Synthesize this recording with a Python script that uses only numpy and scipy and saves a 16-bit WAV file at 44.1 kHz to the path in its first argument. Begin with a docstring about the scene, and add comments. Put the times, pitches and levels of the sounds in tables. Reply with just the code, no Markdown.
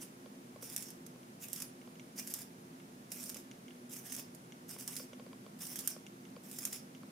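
"""Low ventilation hum and faint hiss run throughout: filtered noise. The tail of a twist comes first.
From 0.6 s a pencil is twisted eight times in a small brass sharpener close by: the blade bites, tears a
dense stream of fibre clicks, often stalls, eases off. The shaving snaps in noise bursts and rustles in
narrow bands; the wood squeaks once near 2.2 s; a desk and small room answer. Dry modal ticks fall between
twists and dull modal knocks throughout, with an even run of four from 5.1 s; a last knock at 7 s."""
import sys
import numpy as np
from scipy import signal
from scipy.fft import rfft, irfft, next_fast_len
from scipy.io import wavfile
from scipy.ndimage import uniform_filter1d, map_coordinates

SR = 44100
rng = np.random.default_rng(int(sys.argv[2]) if len(sys.argv) > 2 else 0)


def transcribe(u):
    """Save the signal u as a 16-bit wav file named by the first command-line argument.

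    u: samples, shape (n,) or (channels, n), limited to [-1, 1]; the rate is SR.
    q: integer samples, one column per channel.
    """
    v = np.clip(np.atleast_2d(u).T, -1, 1)
    q = np.round(v * 32767).astype(np.int16)
    wavfile.write(sys.argv[1], SR, q)


N = 313551


def amp(db):
    """Decibels to gain."""
    return 10 ** (np.asarray(db) / 20)


def unit(x):
    """Scale to rms 1."""
    return x / np.sqrt(np.mean(x ** 2) + 1e-20)


def along(points, hz):
    """Interpolate (frequency_hz, value) points on a log frequency axis."""
    point_hz, value = np.transpose(points)
    return np.interp(np.log(hz + 1), np.log(point_hz), value)


def wobble(knots_per_s):
    """Smooth random curve through normally distributed knots."""
    knots = rng.standard_normal(int(N * knots_per_s / SR) + 4)
    return map_coordinates(knots, [np.arange(N) * knots_per_s / SR])


def stereo_noise(count=N):
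    """Two unrelated channels of white noise."""
    return rng.standard_normal((2, count))


def filtered(x, response):
    """Multiply the spectrum of x by a function of frequency."""
    size = next_fast_len(N + SR // 2)
    return irfft(rfft(x, size) * response(np.fft.rfftfreq(size, 1 / SR)), size)[..., :N]


def colour(points, size=1024):
    """Minimum-phase impulse response of energy 1 with the given spectrum shape."""
    cepstrum = irfft(np.log(amp(along(points, np.fft.rfftfreq(size, 1 / SR)))))
    # fold the cepstrum to make the response causal
    cepstrum[1:size // 2] *= 2
    cepstrum[size // 2 + 1:] = 0
    response = irfft(np.exp(rfft(cepstrum)))
    return response / np.linalg.norm(response)


def through(x, response):
    """Convolve channels with an impulse response."""
    return signal.oaconvolve(np.atleast_2d(x), np.atleast_2d(response), axes=1)[:, :N]


def spread(pair, side_db):
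    """Two unrelated signals become left and right: one shared, one opposed."""
    side = amp(side_db) * pair[1]
    return np.array([pair[0] + side, pair[0] - side])


def add(track, start_s, sound):
    """Mix a sound into a track, in place."""
    start = max(round(start_s * SR), 0)
    part = track[..., start:start + sound.shape[-1]]
    part += sound[..., :part.shape[-1]]


def ring(modes, attack_s, side_db):
    """One blow on decaying modes of random phase and slightly varied strength; stereo, peak near 1."""
    t = np.arange(SR // 10) / SR
    pair = 0
    for hz, level_db, t60_s in modes:
        decay = amp(level_db + rng.normal(0, 1, (2, 1)) - 60 * t / t60_s)
        pair = pair + decay * np.sin(2 * np.pi * (hz * t + rng.random((2, 1))))
    pair = pair * (1 - np.exp(-t / attack_s))
    pair /= np.linalg.norm(pair, axis=1, keepdims=True)
    return spread(pair * np.sqrt(SR / 2000), side_db)


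def patchy(x, depth_db):
    """Shifting resonances, some hundred Hz wide and tens of ms long, colour a stereo sound; rms 1."""
    z = signal.stft(x, nperseg=512)[2]
    field = rng.standard_normal(z.shape[1:])
    field = uniform_filter1d(field, size=7, axis=0)
    field = uniform_filter1d(field, size=8, axis=1)
    return unit(signal.istft(z * amp(depth_db * unit(field)), nperseg=512)[1][:, :N])


# ventilation hum bands: centre_hz, width_hz, level_db
HUM = [(115.2, 4, -76.5), (130.6, 5.2, -70.5), (173.5, 8.3, -68), (205.8, 8.3, -64.5), (245.3, 5, -60.5),
       (262, 5.9, -65), (263.8, 14, -68), (353, 13.8, -65.5), (465, 8.2, -76.5)]
# rumble spectrum shared by both channels: frequency_hz, density_db (relative, per Hz)
RUMBLE = [(25, -42.5), (65, -27), (100, -11), (125, -5), (160, 4), (260, 0.5), (310, -2.5), (450, -6),
          (700, -16), (1200, -40.5), (2500, -62)]
# rumble spectrum opposed between channels: frequency_hz, density_db (relative, per Hz)
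RUMBLE_SIDE = [(30, -49), (120, -29), (250, -9.5), (500, -12), (800, -10.5), (1200, -10), (2000, -18),
               (3200, -62)]
# hiss spectrum: frequency_hz, density_db (relative, per Hz)
HISS = [(200, -2.5), (600, 7.5), (1200, -1), (2200, -1), (3000, -3.5), (4200, -5.5), (6000, -4.5),
        (8000, -7), (10000, -5), (12000, -8.5), (14000, -10.5), (15500, -12.5), (16200, -44)]


def ventilation(rumble_db=-58, hiss_db=-61):
    """Narrow noise bands make a wavering hum, in broad rumble and thin steady hiss."""
    def hum_bands(f):
        power = 0
        for hz, width_hz, level_db in HUM:
            skirt = (1 + ((f - hz) / width_hz) ** 2) ** 2
            power = power + amp(level_db) ** 2 * SR / (np.pi * width_hz) / skirt
        return np.sqrt(power)

    hum = filtered(spread(stereo_noise(), side_db=-27.0), hum_bands)
    rumble_pair = filtered(stereo_noise(), lambda f: amp([along(RUMBLE, f), along(RUMBLE_SIDE, f)]))
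    rumble = spread(rumble_pair, side_db=-1.5)
    hiss = filtered(spread(stereo_noise(), side_db=0.0), lambda f: amp(along(HISS, f)))
    return hum + amp(rumble_db) * unit(rumble) + amp(hiss_db) * unit(hiss)


# decay of the room's diffuse tail: frequency_hz, t60_s
ROOM = [(200, 0.4), (1500, 0.52), (6000, 0.3), (15000, 0.2)]


def room(x, desk_db=-8.5, wall_db=-20, tail_db=-8, build_s=0.0041):
    """Direct sound, scattered echoes from desk then nearby surfaces, and a short diffuse tail."""
    hz, t, z = signal.stft(stereo_noise(SR // 2), SR, nperseg=256)
    decay = amp(-60 * t / along(ROOM, hz)[:, None]) * (1 - np.exp(-t / build_s))
    tail = signal.istft(z * decay, SR, nperseg=256)[1]
    response = amp(tail_db) * tail / np.linalg.norm(tail[0])
    response[:, 0] += 1  # direct sound
    scatter = np.exp(-np.arange(32) / 4)
    for delay_s, echo_db in [(.00425, desk_db), (.013, wall_db), (.021, wall_db), (.031, wall_db)]:
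        bounce = spread(stereo_noise(len(scatter)), side_db=1) * scatter
        add(response, delay_s, amp(echo_db) * np.sqrt(2) * bounce / np.linalg.norm(bounce))
    return through(x, response)


# dull knocks, single or in an even run: start_s, level_db (relative), count
KNOCKS = [(0.259, -40.5, 1), (0.559, -42, 2), (1.159, -47.5, 1), (1.874, -45, 1), (3.359, -42.5, 1),
          (4.763, -42, 1), (4.997, -38, 1), (5.13, -41.5, 4), (5.463, -40.5, 1), (5.963, -40.5, 1),
          (6.363, -40.5, 1), (7.032, -43.5, 1)]
# modes of a knock: frequency_hz, level_db (relative), t60_s
KNOCK_MODES = [(493, -1, 0.04), (593, -3, 0.031), (920, -6, 0.0078), (1083, -4.5, 0.025), (1380, 0, 0.0079),
               (2300, -7.5, 0.012), (3200, 8.5, 0.0026), (4650, -8.5, 0.014)]
KNOCK_STEP_S = .0665


def knocks(knock_db=1, rattle_db=-9, rattle_t60_s=0.016):
    """Modes ring nearly alike left and right; a brief noise rattle makes each knock different."""
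    track, t = np.zeros((2, N)), np.arange(SR // 50) / SR
    for start_s, level_db, count in KNOCKS:
        for step in range(round(count)):
            rattle = rng.standard_normal(len(t)) * amp(-60 * t / rattle_t60_s)
            blow = (t == 0) + amp(rattle_db) * rattle / np.linalg.norm(rattle)
            knock = through(ring(KNOCK_MODES, attack_s=0.0008, side_db=-20), blow)
            add(track, start_s + step * KNOCK_STEP_S + 0.001014, amp(level_db + knock_db) * knock)
    return track


# light dry ticks between twists: start_s, level_db (relative), bright_db (relative to level_db)
TICKS = [(1.2305, -52.5, -7), (1.8142, -51.5, -8), (1.9543, -53, -6), (1.9954, -44.5, -6),
         (2.7995, -51, -14), (3.5124, -44.5, -3), (3.681, -45.5, -9), (3.706, -48.5, -11), (4.521, -45, -6),
         (5.1323, -46.5, -6), (6.0647, -43, -4.5), (6.2516, -49, -6), (6.9481, -47.5, -8)]
# main modes of a tick: frequency_hz, level_db (relative), t60_s
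TICK_MODES = [(1580, -3.5, 0.0048), (2200, -3.5, 0.011), (2840, -2.5, 0.011), (3290, 2, 0.0045)]
# bright modes of a tick: frequency_hz, level_db (relative), t60_s
TICK_BRIGHT = [(4700, -11, 0.0055), (5870, -2, 0.0073), (6400, -6, .007), (6820, -3, 0.0069),
               (9000, -4, .004)]


def ticks(tick_db=-1, bright_gain_db=0):
    """Light dry ticks: short, heavily damped modes, with a separate bright part."""
    track = np.zeros((2, N))
    for start_s, level_db, bright_db in TICKS:
        tick = ring(TICK_MODES, attack_s=0.00039, side_db=-6)
        bright = ring(TICK_BRIGHT, attack_s=0.00046, side_db=-24)
        add(track, start_s + 0.001, amp(level_db + tick_db) * tick)
        add(track, start_s + 0.00095, amp(level_db + bright_db + bright_gain_db) * bright)
    return track


# brief squeak of the wood in the cone: centre_s, length_s, pitch_hz, level_db (relative)
SQUEAK = (2.2, .045, 2392, -57)


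def squeak(waver_hz=18):
    """The rubbing locks for a moment into a wavering tone."""
    centre_s, length_s, pitch_hz, level_db = SQUEAK
    swell = np.exp(-(2 * (np.arange(N) / SR - centre_s) / length_s) ** 2)
    cycles = np.cumsum(pitch_hz + waver_hz * wobble(150)) / SR
    return amp(level_db) * swell * np.sin(2 * np.pi * cycles)


# rustles of the loose curl, mostly as a twist eases off: centre_s, band_hz, level_db (relative)
CURL = [(0.875, 5530, -61), (1.665, 9650, -62), (4.215, 5070, -63), (4.955, 10200, -54), (5.005, 5120, -60),
        (5.915, 5390, -56.5), (6.78, 5270, -62)]


def curl(length_s=0.037, width_hz=950, level_db=-1.5):
    """The thin fan of wood rustles: swells of narrow noise shifted up to each band."""
    t = np.arange(N) / SR
    narrow = spread(stereo_noise() + 1j * stereo_noise(), side_db=-19)
    narrow = signal.lfilter(*signal.butter(2, width_hz / 2, fs=SR), narrow)
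    narrow /= narrow.real.std()
    track = np.zeros((2, N))
    for centre_s, band_hz, rustle_db in CURL:
        near = np.abs(t - centre_s) < 3 * length_s
        swell = np.exp(-((t[near] - centre_s) / length_s) ** 2)
        rustle = np.real(narrow[:, near] * np.exp(2j * np.pi * band_hz * t[near]))
        track[:, near] += amp(rustle_db + level_db) * swell * rustle
    return track


# spectrum of cracking wood, for chips and snaps: frequency_hz, density_db (relative, per Hz)
CRACK = [(300, -10.5), (1000, -15.5), (1700, -7), (4000, -8.5), (5300, -1.5), (8000, 2.5), (11000, 1),
         (14200, 1.5), (16500, -36)]


def chips(force, chips_per_s=90, scatter_db=3, t60_s=0.0036, level_db=-9):
    """Small splinters break off at random as decaying noise, louder the harder the blade cuts."""
    sizes = amp(scatter_db * np.clip(rng.standard_normal(N), -2, 2))
    breaks = (rng.random(N) < chips_per_s / SR) * sizes
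    bursts = signal.lfilter([1], [1, -amp(-60 / (t60_s * SR))], breaks)
    crackle = through(bursts * spread(stereo_noise(), side_db=-2.5), colour(CRACK))
    return amp(level_db) * force * unit(crackle)


# loud cracks of the shaving: start_s, level_db (relative), pan_db (left minus right)
SNAPS = [(0.6236, -32, -5), (0.7624, -17, -3), (0.777, -26, -2), (0.823, -27.5, -2), (0.903, -32, -2.5),
         (1.063, -34, -5.5), (1.483, -31, -5), (1.53, -19.5, -7), (1.5608, -30.5, 3), (1.6013, -28, -4.5),
         (1.62, -21.5, -3), (2.1784, -36, 0), (2.273, -28, 3), (2.338, -18, -2), (3.117, -25.5, -8),
         (3.293, -24.5, -5), (3.3433, -29.5, -7), (3.3671, -32, -1), (4.1204, -31, -12), (4.1636, -27, -6),
         (4.347, -36.5, -6), (4.6914, -32, -5), (4.786, -33, -3), (4.876, -21.5, -5), (4.954, -30, -0.5),
         (4.9645, -24, -9), (5.7565, -24, -4), (5.789, -22, -4), (5.874, -12, -3.5), (6.5123, -30, -1.5),
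         (6.586, -24, -4), (6.6513, -15.5, -1.5), (6.727, -26.5, -1)]


def snaps(splinter_db=-20, splinter_t60_s=0.018, crumble=0.5, sharpness=0.94, delay_s=0.0015, level_db=9.5):
    """One bright release, then a few ms of splintering; weak cracks mostly crumble."""
    track, t = np.zeros((2, N)), np.arange(SR // 25) / SR
    body = colour(CRACK)
    loudest_db = max(row[1] for row in SNAPS)
    for start_s, snap_db, pan_db in SNAPS:
        splinters = amp(splinter_db + crumble * (loudest_db - snap_db) - 60 * t / splinter_t60_s)
        burst = amp(-12 - 60 * t / 0.00094)
        release = spread(stereo_noise(len(t)), side_db=-8) * (splinters + burst)
        release[:, :2] += 1.04 * np.array([1, -sharpness])  # the wood springs back at once
        crack = through(release, body)
        crack /= np.linalg.norm(crack, axis=1, keepdims=True) * np.sqrt(2)
        pan = amp([[pan_db / 2], [-pan_db / 2]])
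        add(track, start_s + delay_s, amp(snap_db + level_db) * pan * crack)
    return track


# resonances of the sharpener's slot and curled shaving: centre_hz, width_hz, gain_db
SLOT = [(5410, 260, -6), (6070, 150, -12), (7360, 120, -9.5), (8700, 71, -1), (10160, 400, -15)]


def slot(x):
    """Slot and shaving resonate along with the blade: band-pass peaks added to the direct sound."""
    def response(f):
        total = 1
        for hz, width_hz, gain_db in SLOT:
            damping = 1j * f * width_hz
            total = total + amp(gain_db) * damping / (hz * hz - f * f + damping)
        return total

    return filtered(x, response)


# twists of the wrist: start_s, length_s, level_db (relative), growth_db (over the twist), bite_db
TWISTS = [(0.0, 0.028, -45.5, -3, 2), (0.613, 0.28, -49, -2, -1), (1.402, 0.22, -52, 5, 9.5),
          (2.159, 0.26, -45, -4.5, 6), (3.104, 0.27, -47, -2.5, -2.5), (3.894, 0.3, -51.5, 4.5, 4),
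          (4.683, 0.34, -46.5, -4.5, 2), (5.589, 0.32, -49, -0.5, 1), (6.433, 0.32, -57, 12.5, 0.5)]
# the force sags briefly in mid-twist: centre_s, half_length_s, depth_db
STALLS = [(0.864, 0.042, 5.5), (1.49, 0.053, 9), (2.244, 0.022, 13), (2.333, .008, 6), (3.334, 0.0086, 10),
          (4.024, 0.028, 11), (4.767, 0.026, 11), (4.852, 0.016, 10), (4.953, .007, 3), (5.837, 0.019, 3.5),
          (6.702, 0.02, 13)]
ATTACK_S, RELEASE_DB_PER_S = 0.016, 430
BITE_AT_S, BITE_S = 0.038, 0.014  # bite peak after the start, and its half width
TEAR_DB, TEAR_S = -29.5, 0.012  # tearing after a snap: relative to its table level, time constant


def effort(touch_db=-54, touch_s=0.0063, catch_db=5, catch_lead_s=0.0057, catch_s=0.0034):
    """Cutting force: touch, bite, hold, ease off; it dips as wood catches, and tears on after a snap."""
    t, force = np.arange(N) / SR, np.zeros(N)
    short_t = t[:SR // 4]

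    def bell(centre_s, half_s):
        return np.exp(-((t - centre_s) / half_s) ** 2)

    sag_db = sum(depth_db * bell(centre_s, half_s) for centre_s, half_s, depth_db in STALLS)
    for start_s, length_s, level_db, growth_db, bite_db in TWISTS:
        age_s = t - start_s
        growth = growth_db * np.clip(age_s / length_s, 0, 1)
        hold_db = level_db + growth + bite_db * bell(start_s + BITE_AT_S, BITE_S)
        release_db = RELEASE_DB_PER_S * np.maximum(age_s - length_s, 0)
        force += np.clip(age_s / ATTACK_S, 0, 1) ** 2 * amp(hold_db - release_db)
        add(force, start_s, amp(touch_db) * np.exp(-short_t / touch_s))
    for start_s, snap_db, _ in SNAPS:
        sag_db += catch_db * bell(start_s - catch_lead_s, catch_s)
        add(force, start_s, amp(snap_db + TEAR_DB) * np.exp(-short_t / TEAR_S))
    return force * amp(-sag_db)


# spectrum of the cut: frequency_hz, density_db (relative, per Hz)
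CUT = [(200, -36), (600, -5), (1200, -8), (2300, -4.5), (3600, -5.5), (4300, -14), (4900, 0.5), (5600, 1),
       (7600, -1), (10300, 1.5), (12000, -0.5), (14000, 0), (15400, -1.5), (16500, -28)]


def cutting(force, fibres_per_s=5000, size_db=4.0, rub_db=-5, judder_db=1.0, grain_db=2.0, patchy_db=3.17,
            bundles_per_s=70, bundle_db=3.5, bundle_life_s=0.0013, level_db=-4.0):
    """Fibres part under the blade as tiny clicks of uneven size, over the rub of wood on brass."""
    parting = rng.random((2, N)) < fibres_per_s / SR
    sizes = amp(size_db * np.clip(stereo_noise(), -2, 2))
    fibres = unit(parting * sizes * np.sign(stereo_noise()))
    stream = unit(fibres + amp(rub_db) * stereo_noise())
    # the shaving radiates the rasp, and its shape keeps changing as it grows
    rasp = patchy(through(spread(stream, side_db=-12.5), colour(CUT)), patchy_db)
    # the edge catches and slips on harder and softer wood
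    catch = amp(judder_db * wobble(240) + grain_db * wobble(90))
    # now and then a whole bundle of fibres gives way at once
    bundles = (rng.random(N) < bundles_per_s / SR) * amp(bundle_db) * rng.uniform(0.57, 1, N)
    catch = catch + signal.lfilter([1], [1, -np.exp(-1 / (bundle_life_s * SR))], bundles)
    return amp(level_db) * force * catch * rasp


def scene(right_db=1.38, ticks_right_db=2.2, air_right_db=0.4):
    """Sum all layers, with the sharpener held a little to the right."""
    def rightward(db):
        return amp([[-db], [db]])

    force = effort()
    scrape = (cutting(force) + chips(force) + curl() + squeak()) * rightward(right_db)
    blade = room(slot(scrape + snaps()))
    ticking = room(ticks(), desk_db=-5, wall_db=-22, tail_db=-12) * rightward(ticks_right_db)
    return blade + ticking + knocks() + ventilation() * rightward(air_right_db)


TOP_HZ = 16200


def record(dry):
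    """Steep low-pass at the band limit."""
    return filtered(dry, lambda hz: 1 / np.sqrt(1 + (hz / TOP_HZ) ** 160))


dry = scene()
out = record(dry)
transcribe(out)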